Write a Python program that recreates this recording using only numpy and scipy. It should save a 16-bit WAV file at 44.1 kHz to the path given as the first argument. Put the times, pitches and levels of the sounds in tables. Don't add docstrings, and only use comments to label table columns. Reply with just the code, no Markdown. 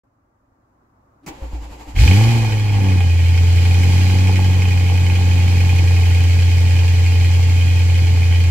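import sys
import numpy as np
from scipy import signal
from scipy.fft import rfft, irfft, next_fast_len
from scipy.io import wavfile

SR = 44100
rng = np.random.default_rng(int(sys.argv[2]) if len(sys.argv) > 2 else 0)


def wav_record(signal):
    frames = np.transpose(np.atleast_2d(signal))
    bounded = np.clip(frames, -1, 1)
    quanta = np.round(bounded * 32767).astype(np.int16)
    wavfile.write(sys.argv[1], SR, quanta)


N = 374850
TIME = np.arange(N) / SR
STARTER_ON_S, FIRST_FIRING_S, STARTER_OFF_S = 1.225, 1.95, 1.97

# (f/Hz, width/Hz, relative level/dB)
PIPE_MODES = [(435.2, 14, 6), (548.5, 36, -9), (678, 45, -6.5), (802.4, 44, 6.5), (902, 117, -3.),
              (1113, 77, -5.5)]
# (f/Hz, width/Hz, relative level/dB)
TIP_MODES = [(1640, 52, -10.5), (1902, 12.5, -1), (2172, 148, -3), (2478, 65, 3.5), (2734, 9.2, -1.5),
             (2982, 80, -3.5), (3051, 96, -3), (3270, 12.7, -0.5)]
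# (f/Hz, relative level/dB)
HISS_SPECTRUM = [(500, -25), (1300, -8), (1650, 1), (3000, 1), (3700, -2.5), (4300, 2), (5000, -1.5),
                 (6300, -4), (7400, -4), (8800, -12), (12000, -12.5), (13500, -16), (16000, -19.5)]
# (t/s, level/dB)
STROKES = [(1.29, -36), (1.42, -21.5), (1.532, -17.5), (1.624, -26.5), (1.714, -32), (1.8, -43),
           (1.877, -27.5)]


def engine():
    # (t/s, firing rate/Hz)
    speed = [(1.95, 45.56), (1.985, 39.41), (2.03, 63.0), (2.08, 84.24), (2.2, 108.88), (2.32, 117.62),
             (2.5, 107.35), (2.75, 100.82), (3.1, 85.28), (3.6, 87.16), (4.25, 93.03), (4.85, 89.66),
             (5.6, 88.94), (6.15, 87.3), (7.55, 87.64), (8.5, 86.28)]
    # (t/s, load/dB, gas flow/dB)
    effort = [(1.95, -5, -6.0), (2.0, 5.5, 5), (2.12, 12, 3.5), (2.38, 9, 0.5), (2.65, 1.5, -3),
              (2.88, 10, -1.5), (3.13, -4, -2.0), (3.6, 2, 0), (4.0, 6.0, 1.5), (4.3, 7.0, 0.0),
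              (4.8, 3, -1), (5.6, 3.5, 0.0), (6.3, -0.5, 0), (8.5, -2, -1)]
    firing_hz, = in_time(speed)
    load_db, flow_db = in_time(effort)
    phase = np.cumsum(firing_hz) / SR
    phase -= np.interp(FIRST_FIRING_S, TIME, phase)
    low = from_the_right(boom(phase, firing_hz, load_db) + burble(phase, flow_db, load_db))
    high = pipe_ring(phase, firing_hz, load_db) + rasp(phase, flow_db)
    return fade_in(1.925, 0.052) * low + fade_in(1.945, 0.013) * high + spits()


def boom(phase, firing_hz, load_db):
    # (t/s, relative level/dB)
    tone_levels = [(1.94, -24), (1.97, -14.5), (2.03, -5.5), (2.51, -17.5), (2.91, -12.5), (3.5, -10.5),
                   (4.84, -13), (5.84, -11), (8.36, -11.5), (8.4, -11.5)]
    # (t/s, share lost/0-1, half width/s)
    misfires = [(2.072, 0.97, 0.0074), (2.501, 1, 0.0079)]
    # (f/Hz, relative level/dB)
    muffler = [(80, 23), (125, 13.5), (150, -3.5), (180, 3), (205, -1), (235, 0), (280, -4), (330, -4),
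               (400, -14), (470, -15)]
    tone = from_db(in_time(tone_levels)[0] - 0.27) * np.cos(2 * np.pi * phase)
    for at_s, lost, width_s in misfires:
        tone *= 1 - lost * np.exp(-((TIME - at_s) / width_s) ** 2)
    overtones = sum(gain_at(k * firing_hz, muffler) * np.cos(2 * np.pi * k * phase) for k in (2, 3, 4))
    return np.sqrt(2) * (tone + from_db(-40 + 1.54 * load_db) * overtones)


def burble(phase, flow_db, load_db):
    # (f/Hz, relative level/dB)
    lope_spectrum = [(20, -38), (40, 1), (65, -1), (115, 10), (138, 5.5), (160, -14.5), (215, -4.5),
                     (275, -14), (330, -7), (385, -19.5), (500, -23.5), (600, -15.5), (1200, -60),
                     (3000, -56)]
    # (f/Hz, relative level/dB)
    rush_spectrum = [(20, -12), (60, 6.5), (120, 1), (170, -2.5), (280, 0), (380, -7), (520, -3),
                     (620, -15), (850, -3.5), (1050, -11), (1350, -16), (2000, -19), (5000, -45.5)]
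    times, surplus, _ = firings(phase, lag=0.044)
    puffs = clicks(times, surplus + 0.27 * rng.standard_normal(len(times)))
    lope = from_db(-28 + flow_db) * unit_rms(coloured(puffs, lope_spectrum))
    rush = from_db(-33 + 0.49 * load_db) * noise(rush_spectrum)
    return reflected(lope + rush, wet_db=-6)


def pipe_ring(phase, firing_hz, load_db, unsteady_db=3.5, idle_hz=87.8):
    times, surplus, _ = firings(phase, lag=0.122)
    strengths = (1 + 0.78 * surplus) * from_db(unsteady_db * rng.standard_normal(len(times)))
    puffs = clicks(times, strengths)
    turbulence = 0.019 * (firing_hz / idle_hz) ** 4
    eddies = turbulence * bursts(puffs, decay_s=0.0065) * rng.standard_normal(N)
    ring = unit_rms(resonate(puffs + eddies, PIPE_MODES))
    return from_db(-42 + 0.63 * load_db) * reflected(ring, wet_db=-20)


def rasp(phase, flow_db, unsteady_db=3.5, steady_tip=0.43, steady_hiss=1.95):
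    times, _, cylinder_db = firings(phase, lag=0.12)
    fronts = clicks(times, from_db(cylinder_db + unsteady_db * rng.uniform(-1, 1, len(times))))
    gusts = bursts(fronts, decay_s=0.0036)
    tip = unit_rms(resonate(2 * fronts + (gusts + steady_tip) * rng.standard_normal(N), TIP_MODES))
    hiss = unit_rms(coloured((gusts + steady_hiss) * rng.standard_normal(N), HISS_SPECTRUM))
    return (from_db(-34.5 + 0.97 * flow_db) * reflected(tip, wet_db=-10)
            + from_db(-37 + 1.6 * flow_db) * reflected(hiss, wet_db=2))


def spits():
    # (t/s, relative crack level/dB, relative knock level/dB)
    hard_puffs = [(1.9629, -20, -41), (1.9884, -14.5, -39), (2.0767, -12, -30), (2.1106, -13.5, -26),
                  (3.0046, -19, -31.5), (3.3762, -18, -40), (4.2924, -31, -25.5), (4.6533, -22, -31),
                  (5.0983, -15.5, -35), (6.0327, -19, -45), (6.7645, -20, -36), (7.8974, -28, -38),
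                  (8.324, -17, -36)]
    times, crack_db, knock_db = np.transpose(hard_puffs)
    fronts = clicks(times, from_db(crack_db))
    gas = 7.4 * fronts + bursts(fronts, decay_s=0.002) * rng.standard_normal(N)
    crack = from_db(13) * resonate(gas, TIP_MODES) + from_db(-14) * coloured(gas, HISS_SPECTRUM)
    knock = resonate(clicks(times, from_db(knock_db + 42)), PIPE_MODES)
    return reflected(crack + knock, wet_db=-9)


def firings(phase, lag):
    # (surplus of the puff/-1..1, relative rasp level/dB)
    cylinders = [(0.61, 2.5), (0.15, 1), (0.72, -2), (-0.47, 0), (1, 3.5), (0.19, 3.7), (-0.22, -1.5),
                 (0.27, 7.6)]
    number = np.arange(int(phase[-1]))
    surplus, rasp_db = np.array(cylinders)[number % len(cylinders)].T
    return np.interp(number + lag, phase, TIME), surplus, rasp_db


def pinion():
    # (t/s, relative level/dB, decay/s)
    blows = [(1.263, -38, 0.014), (1.276, -38, 0.013), (1.286, -52, 0.0099)]
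    # (f/Hz, relative level/dB)
    clunk_spectrum = [(76, -34), (130, -6), (318, -10), (650, -18), (911, -11), (1560, -20), (2270, -12.5),
                      (3590, -29), (7480, -20), (15000, -47)]
    # (f/Hz, width/Hz, relative level/dB)
    housing_modes = [(166, 49, -2), (246, 18, 1), (325, 13, 2), (485, 19, -37)]
    envelope = sum(bursts(clicks([at_s], [from_db(db)]), decay_s) for at_s, db, decay_s in blows)
    chatter = envelope * rng.standard_normal(N)
    clunk = from_db(22.5) * coloured(chatter, clunk_spectrum)
    housing = from_db(25) * resonate(chatter, housing_modes)
    return reflected(clunk + housing + from_db(-5.5) * chatter, wet_db=0)


def starter(whine_hz=297.3, spin_up_s=0.4):
    # (f/Hz, relative level/dB)
    gear_spectrum = [(90, -1.5), (150, -6), (300, -8), (400, -9.5), (530, -5), (640, -13.5), (850, -2.5),
                     (1100, -14), (1500, -24), (2300, -20.5), (3500, -26.5), (8000, -46)]
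    # (f/Hz, relative level/dB)
    whirr_spectrum = [(1000, -5), (2500, 3), (3600, -6), (4600, -1.5), (5800, -6), (7300, 0), (9000, -17),
                      (12000, -9.5), (16000, -32)]
    # (t/s, f/Hz, level/dB)
    sag = [(1.36, 549, -67), (1.41, 551, -40), (1.46, 526, -44), (1.53, 464, -70)]
    swell = stroke_swell()
    running_s = np.clip(TIME, STARTER_ON_S, STARTER_OFF_S) - STARTER_ON_S
    grind = fade_in(1.26, 0.02) * noise(gear_spectrum)
    whine = from_db(-2.5) * unit_rms(resonate(rng.standard_normal(N), [(whine_hz, 10, 0)]))
    gears = from_db(-42.5 + 3 * swell - 3 * running_s) * fade_in(STARTER_ON_S, 0.014) * (grind + whine)
    song_hz, song_db = in_time(sag)
    song = from_db(song_db) * np.sin(2 * np.pi * np.cumsum(song_hz) / SR)
    whirr_db = -56 + 3 * swell * fade_in(STARTER_ON_S, spin_up_s) + 6 * running_s
    whirr = from_db(whirr_db) * noise(whirr_spectrum)
    motor = gears + fade_in(1.28, 0.061) * (song + whirr)
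    release = 1 - fade_in(STARTER_OFF_S, 0.057)
    return reflected(release * motor, wet_db=-1.5)


def stroke_swell(lag=0.18):
    times = [at_s for at_s, _ in STROKES] + [STARTER_OFF_S]
    stroke_phase = np.interp(TIME, times, np.arange(len(times)))
    return np.cos(2 * np.pi * (stroke_phase - lag))


def compression_thumps(muffler_hz=57.9, decay_s=0.1):
    thumps = np.zeros(N)
    for at_s, db in STROKES:
        age_s = np.maximum(TIME - at_s, 0)
        thumps -= from_db(db) * np.exp(-age_s / decay_s) * np.sin(2 * np.pi * muffler_hz * age_s)
    return from_the_right(thumps)


def outdoors(swell_db_per_s=6.5):
    # (f/Hz, relative level/dB)
    air_spectrum = [(15, -22), (25, -5), (59, -1.5), (112, 1), (172, -11), (278, -2.5), (438, -16),
                    (543, -12), (1210, -15), (3180, -44.5), (7280, -41), (8550, -48), (15000, -47)]
    air_db = -65.5 + swell_db_per_s * np.minimum(TIME, STARTER_ON_S)
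    return from_db(air_db) * fade_in(0.034, 0.0028) * reflected(noise(air_spectrum), wet_db=1)


def reflected(x, wet_db, lowest_hz=580):
    # (delay/s, relative level/dB)
    echoes = [(.0009, -30), (.0023, -19.5), (.0043, -6.5), (.0079, 0), (0.0125, -13.5), (0.0239, -16.5)]
    treble = signal.sosfilt(signal.butter(2, lowest_hz, "high", fs=SR, output="sos"), x)
    side = sum(from_db(db) * np.interp(TIME - delay_s, TIME, treble, left=0) for delay_s, db in echoes)
    return x + from_db(wet_db) * side * [[1], [-1]]


def from_the_right(x, lag_samples=18):
    left, right = np.broadcast_to(x, (2, N))
    return np.array([np.pad(left, (lag_samples, 0))[:N], right])


def from_db(db):
    return 10 ** (np.asarray(db) / 20)


def unit_rms(x):
    return x / np.sqrt(np.mean(x ** 2) + 1e-20)


def in_time(rows):
    times, *columns = np.transpose(rows)
    return [np.interp(TIME, times, column) for column in columns]


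def fade_in(start_s, length_s):
    return np.clip((TIME - start_s) / length_s, 0, 1)


def gain_at(at_hz, spectrum):
    hz, db = np.transpose(spectrum)
    return from_db(np.interp(np.log(at_hz), np.log(hz), db))


def coloured(x, spectrum):
    size = next_fast_len(N + SR // 4, real=True)
    size += size % 2
    grid_hz = np.maximum(np.fft.rfftfreq(size, 1 / SR), 1)
    cepstrum = irfft(np.log(gain_at(grid_hz, spectrum)))
    cepstrum[1:size // 2] *= 2
    cepstrum[size // 2 + 1:] = 0
    return irfft(rfft(x, size) * np.exp(rfft(cepstrum)))[..., :N]


def noise(spectrum):
    return unit_rms(coloured(rng.standard_normal(N), spectrum))


def resonate(x, modes):
    ringing = 0
    for k, (hz, width_hz, db) in enumerate(modes):
        radius = np.exp(-np.pi * width_hz / SR)
        poles = [1, -2 * radius * np.cos(2 * np.pi * hz / SR), radius ** 2]
        gain = (-1) ** k * from_db(db) * (1 - radius ** 2) / 2
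        ringing = ringing + gain * signal.lfilter([1, 0, -1], poles, x + 1e-18)
    return ringing


def clicks(times, sizes):
    samples = np.round(np.asarray(times) * SR).astype(int)
    return np.bincount(np.clip(samples, 0, N - 1), sizes, N)


def bursts(hits, decay_s):
    return signal.lfilter([1], [1, -np.exp(-1 / (decay_s * SR))], hits + 1e-18)


def scene():
    return pinion() + starter() + compression_thumps() + engine() + outdoors()


def record(dry, ceiling=1.48, cutoff_hz=15600):
    # (f/Hz, left minus right level/dB)
    balance = [(90, -0.1), (300, -1.5), (520, -1), (1000, 3), (1900, -2), (2500, -2.5), (3100, -7),
               (3800, -1.5), (7000, -1), (11000, 2.5), (15000, 8)]
    left = coloured(dry[0], [(hz, db / 2) for hz, db in balance])
    right = coloured(dry[1], [(hz, -db / 2) for hz, db in balance])
    rounded = ceiling * np.tanh(np.array([left, right]) / ceiling)
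    return signal.sosfilt(signal.ellip(10, 0.1, 80, cutoff_hz, fs=SR, output="sos"), rounded)


dry = scene()
out = record(dry)
wav_record(out)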